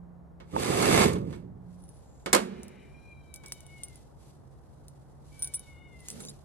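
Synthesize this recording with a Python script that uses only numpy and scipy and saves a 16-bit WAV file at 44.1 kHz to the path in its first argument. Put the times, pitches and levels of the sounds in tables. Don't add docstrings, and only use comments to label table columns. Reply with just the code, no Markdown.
import sys
import numpy as np
from scipy import signal
from scipy.fft import rfft, irfft, next_fast_len
from scipy.io import wavfile
from scipy.ndimage import uniform_filter1d

SR = 44100
rng = np.random.default_rng(int(sys.argv[2]) if len(sys.argv) > 2 else 0)


def store_wav(level_fs):
    pcm = np.round(np.clip(np.atleast_2d(level_fs), -1, 1) * 32767)
    wavfile.write(sys.argv[1], SR, pcm.T.astype(np.int16))


N = 284004

# pitch in Hz, level in dB, time to die by 60 dB in seconds.
DOOR_MODES = [(191.5, -5.5, 0.94), (206, -8, 0.31), (350.5, -2.5, 0.18), (368, -7, 0.99), (441, -2.5, 0.24),
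              (504, -5, 0.18), (537, -2, 0.2), (750, -13.5, 0.12), (1077, -5, 0.27), (1244, -10, 0.21),
              (2198, -1.5, 0.21)]
# frequency in Hz, level in dB per Hz.
PANEL = [(120, -21), (200, -10), (400, -1), (850, -5.5), (1300, -7), (2300, -12.5), (4000, -16),
         (8000, -28)]
# frequency in Hz, level in dB per Hz.
BOARDS = [(160, 2), (225, 14.5), (300, -4), (420, 6), (700, -11.5), (2200, -22.5)]
# frequency in Hz, level in dB.
MUZZLE = [(1600, -11), (2100, 0), (2400, 0), (2600, -8), (2970, -3), (3250, -22), (3850, -11), (4700, -36),
          (5700, -21), (6500, -38)]

SHAKE_S, SHAKE_LENGTH_S = 0.54, 0.49
DRAG_DB_PER_S = 21.5
PULL_RISE_DB_PER_S, PULL_FALL_DB_PER_S = 103, 82



def from_db(db):
    return np.exp(np.asarray(db) * (np.log(10) / 20))


def rms_one(x):
    return x / np.sqrt(np.mean(x ** 2) + 1e-20)


def in_time(rows):
    s, *columns = np.transpose(rows)
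    return [np.interp(np.arange(N) / SR, s, c) for c in columns]


def gain_at(points, hz):
    at, db = np.transpose(points)
    return from_db(np.interp(np.log(hz + 1), np.log(at), db))


def drift(per_s):
    knots = np.arange(N) / SR * per_s
    return rms_one(np.interp(knots, np.arange(N // 10), rng.standard_normal(N // 10)))


def colour(x, spectrum):
    size = x.shape[-1]
    hz = np.arange(size // 2 + 1) * SR / size + 1
    ends = np.minimum(1, np.minimum(hz / spectrum[0][0], spectrum[-1][0] / hz)) ** 4
    return rms_one(irfft(rfft(x) * gain_at(spectrum, hz) * ends, size))


def noise_pair(apart, size=N):
    common, *own = rng.standard_normal((3, size))
    apart = np.clip(apart, 0, 1)
    return np.sqrt(1 - apart) * common + np.sqrt(apart) * np.array(own)


def ports(x, lag_s, pan_db):
    size = next_fast_len(N + SR // 10)
    lean = np.sqrt(from_db(pan_db))
    lag = np.exp(-2j * np.pi * np.fft.rfftfreq(size) * SR * lag_s)
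    return irfft(rfft(x, size) * [lean * lag, np.ones_like(lag) / lean], size)[:, :N]


def dying(t60, size=SR):
    return from_db(-60 * np.arange(size) / SR / t60)


def ringing(modes):
    out = np.zeros(SR)
    for k, (hz, db, t60) in enumerate(modes):
        size = min(SR, int(2 * t60 * SR))
        tone = np.sin(2 * np.pi * hz / SR * np.arange(size))
        out[:size] += (-1) ** k * from_db(db) * dying(t60, size) * tone
    return out


def burst(spectrum, t60, tail_db, tail_t60, apart):
    decay = dying(t60) + from_db(tail_db) * dying(tail_t60)
    return colour(noise_pair(apart, size=SR), spectrum) * decay


def add(track, s, sound):
    start = max(round(s * SR), 0)
    track[:, start:start + sound.shape[-1]] += sound[..., :N - start]


def friction(slips_per_s, rough_db, apart):
    surges = from_db(rough_db * np.clip(drift(slips_per_s), -2, 2))
    return rms_one(noise_pair(apart) * surges)


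def soften(x):
    return signal.sosfilt(signal.butter(10, 12300, fs=SR, output="sos"), x)


def stroke(start_s, length_s, db, rise_db_per_s, fall_db_per_s, swell_db_per_s=0):
    t = np.arange(N) / SR - start_s
    before, after = np.maximum(-t, 0), np.maximum(t - length_s, 0)
    progress = np.sin(np.pi / 2 * np.clip(t, 0, length_s) / length_s) ** 2
    held = swell_db_per_s * length_s * progress
    return from_db(np.maximum(db + held - rise_db_per_s * before - fall_db_per_s * after, -200))



def door_swing(rumble_db=-2, rasp_db=0, ring_db=-12):
    # start in seconds, length in seconds, level before the swell in dB.
    scrapes = [(0.606, 0.43, -31.5), (1.308, 0.039, -56)]
    # frequency in Hz, level in dB per Hz.
    rasp_colour = [(600, -1.5), (1100, -7), (2400, -8.5), (3200, -17), (4200, -14.5), (9400, -23),
                   (12000, -26.5)]
    # pitch in Hz, level in dB, time to die by 60 dB in seconds.
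    pop_modes = [(894, -14, 0.03)]
    pop_s = 0.5642
    grip_db_per_s, slip_db_per_s = 280, 218.5
    edge = sum(stroke(s, length, db, grip_db_per_s, slip_db_per_s, DRAG_DB_PER_S)
               for s, length, db in scrapes)
    ring = from_db(ring_db) * through_door(friction(slips_per_s=90, rough_db=3, apart=0.4))
    rasp = from_db(rasp_db) * colour(through_sheet(grating()), rasp_colour)
    out = from_db(rumble_db) * panel_rumble() + edge * (soften(biting(rasp)) + ring)
    add(out, pop_s, ringing(pop_modes))
    return out


def through_door(force):
    return rms_one(signal.fftconvolve(force, ringing(DOOR_MODES)[None])[:, :N])


def grating(catches_per_s=110, catch_db=-7):
    caught = rng.random(N) < catches_per_s / SR
    catches = rms_one(rng.uniform(-1, 1, N) * caught)
    return friction(slips_per_s=980, rough_db=1.5, apart=0.62) + from_db(catch_db) * catches


def through_sheet(force, t60=0.028):
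    sheet = rng.standard_normal(SR) * dying(t60)
    grain = rms_one(signal.fftconvolve(force, sheet[None])[:, :N])
    return rms_one(force + .5 * grain)


def biting(rasp, low_hz=3000, light_db=-5):
    low = signal.sosfiltfilt(signal.butter(2, low_hz, fs=SR, output="sos"), rasp)
    depth_db, = in_time([(SHAKE_S, light_db), (SHAKE_S + SHAKE_LENGTH_S, 0)])
    return rasp + (from_db(depth_db) - 1) * low


def panel_rumble(fall_growth=0.55):
    # frequency in Hz, level in dB per Hz.
    rumble_colour = [(45, -13), (173, 2), (284, -2), (422, 2), (540, -5), (702, -15.5), (1200, -10.5),
                     (1560, -44)]
    start_db = -30.5
    rise_db_per_s, fall_at_200_hz = 1100, 50.5
    shake = colour(friction(slips_per_s=89, rough_db=0.5, apart=0.098), rumble_colour)
    out = 0
    for hz in 100 * 2 ** np.arange(5):
        part = signal.sosfiltfilt(signal.butter(3, hz * np.sqrt(2), fs=SR, output="sos"), shake)
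        shake = shake - part
        fall = fall_at_200_hz * (hz / 200) ** fall_growth
        out = out + part * stroke(SHAKE_S, SHAKE_LENGTH_S, start_db, rise_db_per_s, fall, DRAG_DB_PER_S)
    return out


def door_knocks(modes_db=-14, panel_db=-8, crack_db=-8, boom_db=-29, boom_t60=1.3):
    # time in seconds, panel strength in dB, crack strength in dB.
    knocks = [(0.402, -41.5, -98), (0.825, -20, -21), (1.132, -42, -30.5), (1.155, -35.5, -57),
              (1.327, -38.5, -59), (2.2606, -23, -29), (2.33, -14, -5), (2.3336, -11, -12.5),
              (2.348, -11, -9), (2.363, -23.5, -20.5), (3.4365, -43, -47), (6.203, -44, -36)]
    # frequency in Hz, level in dB per Hz.
    crack_colour = [(700, -16.5), (2200, 2.5), (3100, -14.5), (4200, 2.5), (6000, -0.5), (7400, 5),
                    (9500, 2), (12000, -3.5), (14000, -29.5)]
    out = np.zeros((2, N))
    clang = clanging()
    for s, body_db, sharp_db in knocks:
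        varied = [(hz, db + rng.normal(0, 1), t60) for hz, db, t60 in DOOR_MODES]
        modes = from_db(modes_db) * ringing(varied)
        sheet = from_db(panel_db) * burst(PANEL, t60=0.15, tail_db=-28.5, tail_t60=1.0, apart=0.65)
        boom = from_db(boom_db) * colour(rng.standard_normal(SR), BOARDS) * dying(boom_t60)
        crack = burst(crack_colour, t60=0.035, tail_db=-19.0, tail_t60=0.24, apart=1.0)
        body = modes + clang + sheet + boom
        add(out, s, from_db(body_db) * body + from_db(sharp_db + crack_db) * crack)
    return out


def clanging(level_db=-29, t60=0.28):
    upper = np.geomspace(600, 4500, 48) * rng.uniform(.97, 1.03, 48)
    modes = [(hz, 20 * np.log10(gain_at(PANEL, hz)), t60) for hz in upper]
    return from_db(level_db) * ringing(modes)



def dog(echo_db=-6, box_t60=0.2):
    # time in seconds, pitch in Hz.
    pitches = [
        [(2.55, 785), (2.83, 768.8), (2.97, 802), (3.12, 796), (3.3, 772.6), (3.58, 746), (3.87, 716), (4, 666)],
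        [(5.35, 763), (5.61, 751), (5.73, 721), (5.88, 719), (6.07, 672)],
    ]
    # time in seconds, level in dB.
    levels = [
        [(2.5, -71), (2.83, -70), (2.96, -62.5), (3.02, -73), (3.12, -56.5), (3.25, -73.5), (3.36, -60),
         (3.42, -69), (3.49, -56), (3.63, -74), (3.74, -61.5), (3.86, -62.5), (4.05, -89)],
        [(5.32, -66), (5.37, -66.5), (5.48, -61), (5.57, -62.5), (5.64, -78), (5.69, -61), (5.98, -64.5),
         (6.15, -74)],
    ]
    brights_db = [-3.5, -3]
    air_level = stroke(2.45, 0.37, -65.5, PULL_RISE_DB_PER_S, PULL_FALL_DB_PER_S)
    air = air_level * colour(rng.standard_normal(N), MUZZLE)
    voice = air + sum(map(whine, pitches, levels, brights_db))
    walls = noise_pair(0.17, size=SR) * dying(box_t60)
    echo = signal.fftconvolve(voice[None], walls / np.linalg.norm(walls[0]))[:, :N]
    return voice + from_db(echo_db) * echo


def whine(pitch_rows, level_rows, bright_db, effort_s=0.32):
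    quaver, wavers_per_s = 0.008, 16
    (pitch,), (db,) = in_time(pitch_rows), in_time(level_rows)
    t = np.arange(N) / SR
    level = from_db(db) * ((t > level_rows[0][0]) & (t < level_rows[-1][0]))
    effort = np.minimum(uniform_filter1d(level, int(effort_s * SR)), 10 * level)
    phase = 2 * np.pi * np.cumsum(pitch * (1 + quaver * drift(120))) / SR
    others = sum(gain_at(MUZZLE, k * pitch) * from_db(3.5 * drift(wavers_per_s)) * np.sin(k * phase)
                 for k in (2, 4, 5, 6, 7))
    third = level * from_db(1.5 * drift(70)) * np.sin(3 * phase)
    return np.sqrt(2) * (third + effort * from_db(bright_db) * others)


def shuffle(rise_db_per_s=200, fall_db_per_s=150):
    paws = colour(friction(slips_per_s=60, rough_db=-1.0, apart=0.98), BOARDS)
    return stroke(6.15, 0.11, -47, rise_db_per_s, fall_db_per_s) * paws



def snap_hooks(tick_db=-7, ring_db=0, parts_db=7, free_s=0.022, firm_db=-30, free_t60=0.11):
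    # time in seconds, strength in dB, ring pitch in Hz, time to die by 60 dB (before the strap) in s.
    clinks = [(1.8386, -53, 9700, 0.041), (1.8904, -46, 10570, 0.034), (2.6326, -35.5, 9700, 0.004),
              (2.6817, -40, 9430, 0.0023), (3.341, -29.5, 10000, 0.0016), (3.36, -33, 9720, 0.001),
              (3.4607, -31.5, 7900, 0.00087), (3.483, -39.5, 9700, 0.0081), (3.522, -22.5, 8460, 0.0024),
              (3.606, -40.5, 9350, 0.0053), (3.6656, -42.5, 9480, 0.009), (3.8345, -29, 8950, 0.043),
              (3.8838, -44.5, 10400, 0.019), (3.957, -43.5, 10040, 0.021), (4.8828, -40, 9000, 0.009),
              (5.3935, -43, 9530, 0.11), (5.423, -26, 9370, 0.16), (5.445, -27.5, 10230, 0.049),
              (5.4737, -32.5, 9600, 0.027), (5.538, -35, 8250, 0.18), (5.543, -29, 10140, 0.28),
              (5.5943, -37, 10540, 0.031), (6.0044, -49, 9400, 0.034), (6.0852, -25.5, 6650, 0.008),
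              (6.1024, -26.5, 9900, 0.0049), (6.2053, -41, 7630, 0.044), (6.251, -31.5, 8500, 0.0013)]
    # pitch in Hz, level in dB, time to die by 60 dB (before the strap) in s.
    hook_modes = [(3770, -29, 0.35), (5830, -14, 0.11), (9220, -1.5, 0.14), (15260, -5, 0.1)]
    out = np.zeros((2, N))
    settling = 1 / np.sqrt(1 + (np.arange(SR) / SR / free_s) ** 6)
    for s, db, hz, t60 in clinks:
        parts = from_db(parts_db + .5 * min(db - firm_db, 0)) * small_steel()
        hook = min(t60 / free_t60, 1) * ringing(hook_modes)
        ring = from_db(ring_db) * (ringing([(hz, 0, t60)]) + hook) + parts
        add(out, s, from_db(db) * (from_db(tick_db) * hook_tick() + ring * settling))
    return out


def hook_tick():
    # frequency in Hz, level in dB per Hz.
    tick_colour = [(2700, -8.5), (6000, 3.5), (9500, -9.5), (11500, -4), (14000, -11), (15700, -3.5)]
    return burst(tick_colour, t60=.01, tail_db=-20, tail_t60=.14, apart=.12)


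def small_steel(low_hz=7300, high_hz=11000, t60=0.058):
    cluster = ringing([(hz, 0, t60) for hz in rng.uniform(low_hz, high_hz, size=14)])
    return cluster / np.sqrt(np.sum(cluster ** 2))


def jingle(spread_db=15, tick_db=-8, t60=0.05):
    # start in seconds, length in seconds, level of the softest touch in dB, lowest ring pitch in Hz.
    rattles = [(1.78, 0.22, -79, 9340), (6.101, 0.03, -53.5, 7760), (6.205, 0.1, -56, 3244)]
    touches_per_s, top_hz = 140, 11000
    out = np.zeros((2, N))
    tick = from_db(tick_db) * hook_tick()
    for start, length, db, low_hz in rattles:
        touches = rng.random((int(length * touches_per_s), 5))
        for k, (late, force, *parts) in enumerate(touches):
            link = ringing([(low_hz + part * (top_hz - low_hz), 0, t60) for part in parts])
            add(out, start + (k + late) / touches_per_s, from_db(db + spread_db * force) * (link + tick))
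    return out


def leash(fold_db=1.2):
    # frequency in Hz, level in dB per Hz.
    cloth = [(1500, -2.5), (4000, 4), (10200, 2.5), (12500, -1.5)]
    rustle = soften(colour(friction(slips_per_s=130, rough_db=2.0, apart=0.68), cloth))
    return pulling() * from_db(fold_db * drift(10)) * rustle


def pulling():
    # start in seconds, length in seconds, level in dB.
    pulls = [(1.96, 0.051, -71), (3.48, 0.47, -65), (4.22, 0.068, -67.5), (5.34, 0.33, -62.5),
             (6.1, 0.11, -55.5)]
    sleeves = (1.707, N / SR, -75)
    gains = [stroke(s, length, db, PULL_RISE_DB_PER_S, PULL_FALL_DB_PER_S)
             for s, length, db in list(pulls) + [sleeves]]
    return np.max(gains, axis=0)


def sizzle(low_hz=6700, high_hz=7500):
    band_pass = signal.butter(2, [low_hz, high_hz], "band", fs=SR, output="sos")
    band = signal.sosfilt(band_pass, rng.standard_normal(N))
    return stroke(2.08, 0.14, -73, PULL_RISE_DB_PER_S, PULL_FALL_DB_PER_S) * rms_one(band)



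def hum():
    # time in seconds, middle pitch in Hz, middle level in dB.
    hum_curve = [(0, 176.5, -48.5), (.35, 168.6, -57.5), (1.8, 182.7, -51), (2.1, 144.7, -72.5),
                 (4.1, 139, -61.5), (6.4, 146.6, -59)]
    hz, db = in_time(hum_curve)
    phase = 2 * np.pi * np.cumsum(hz + 3 * drift(28)) / SR
    return np.sqrt(2) * from_db(db + 1.6 * drift(16.0)) * np.sin(phase)


def night(level_db=-52.5, hiss_db=-86):
    # frequency in Hz, level in dB per Hz.
    night_colour = [(35, -18.5), (64, -2.5), (113, -10.5), (145, -5.5), (169, -14.5), (254, -17.5),
                    (858, -24.5), (2000, -44), (2600, -57.5)]
    hiss = colour(noise_pair(0.15), [(1000, -8), (12000, -14.5)])
    return from_db(level_db) * colour(noise_pair(0.76), night_colour) + from_db(hiss_db) * hiss


def scene():
    door_lag_s, hand_lag_s = 0.00058, -0.0001
    edge_hz = 2100
    door = door_swing() + door_knocks() + shuffle() + hum()
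    panel = signal.sosfiltfilt(signal.butter(4, edge_hz, fs=SR, output="sos"), door)
    hands = snap_hooks() + leash() + jingle() + sizzle()
    placed_door = ports(panel, door_lag_s, -5.5) + ports(door - panel, hand_lag_s, -1)
    return placed_door + ports(hands, hand_lag_s, 0) + ports(dog(), 0, 5.5) + night()


def record(dry):
    return signal.sosfiltfilt(signal.butter(16, 16600, fs=SR, output="sos"), dry)


dry = scene()
out = record(dry)
store_wav(out)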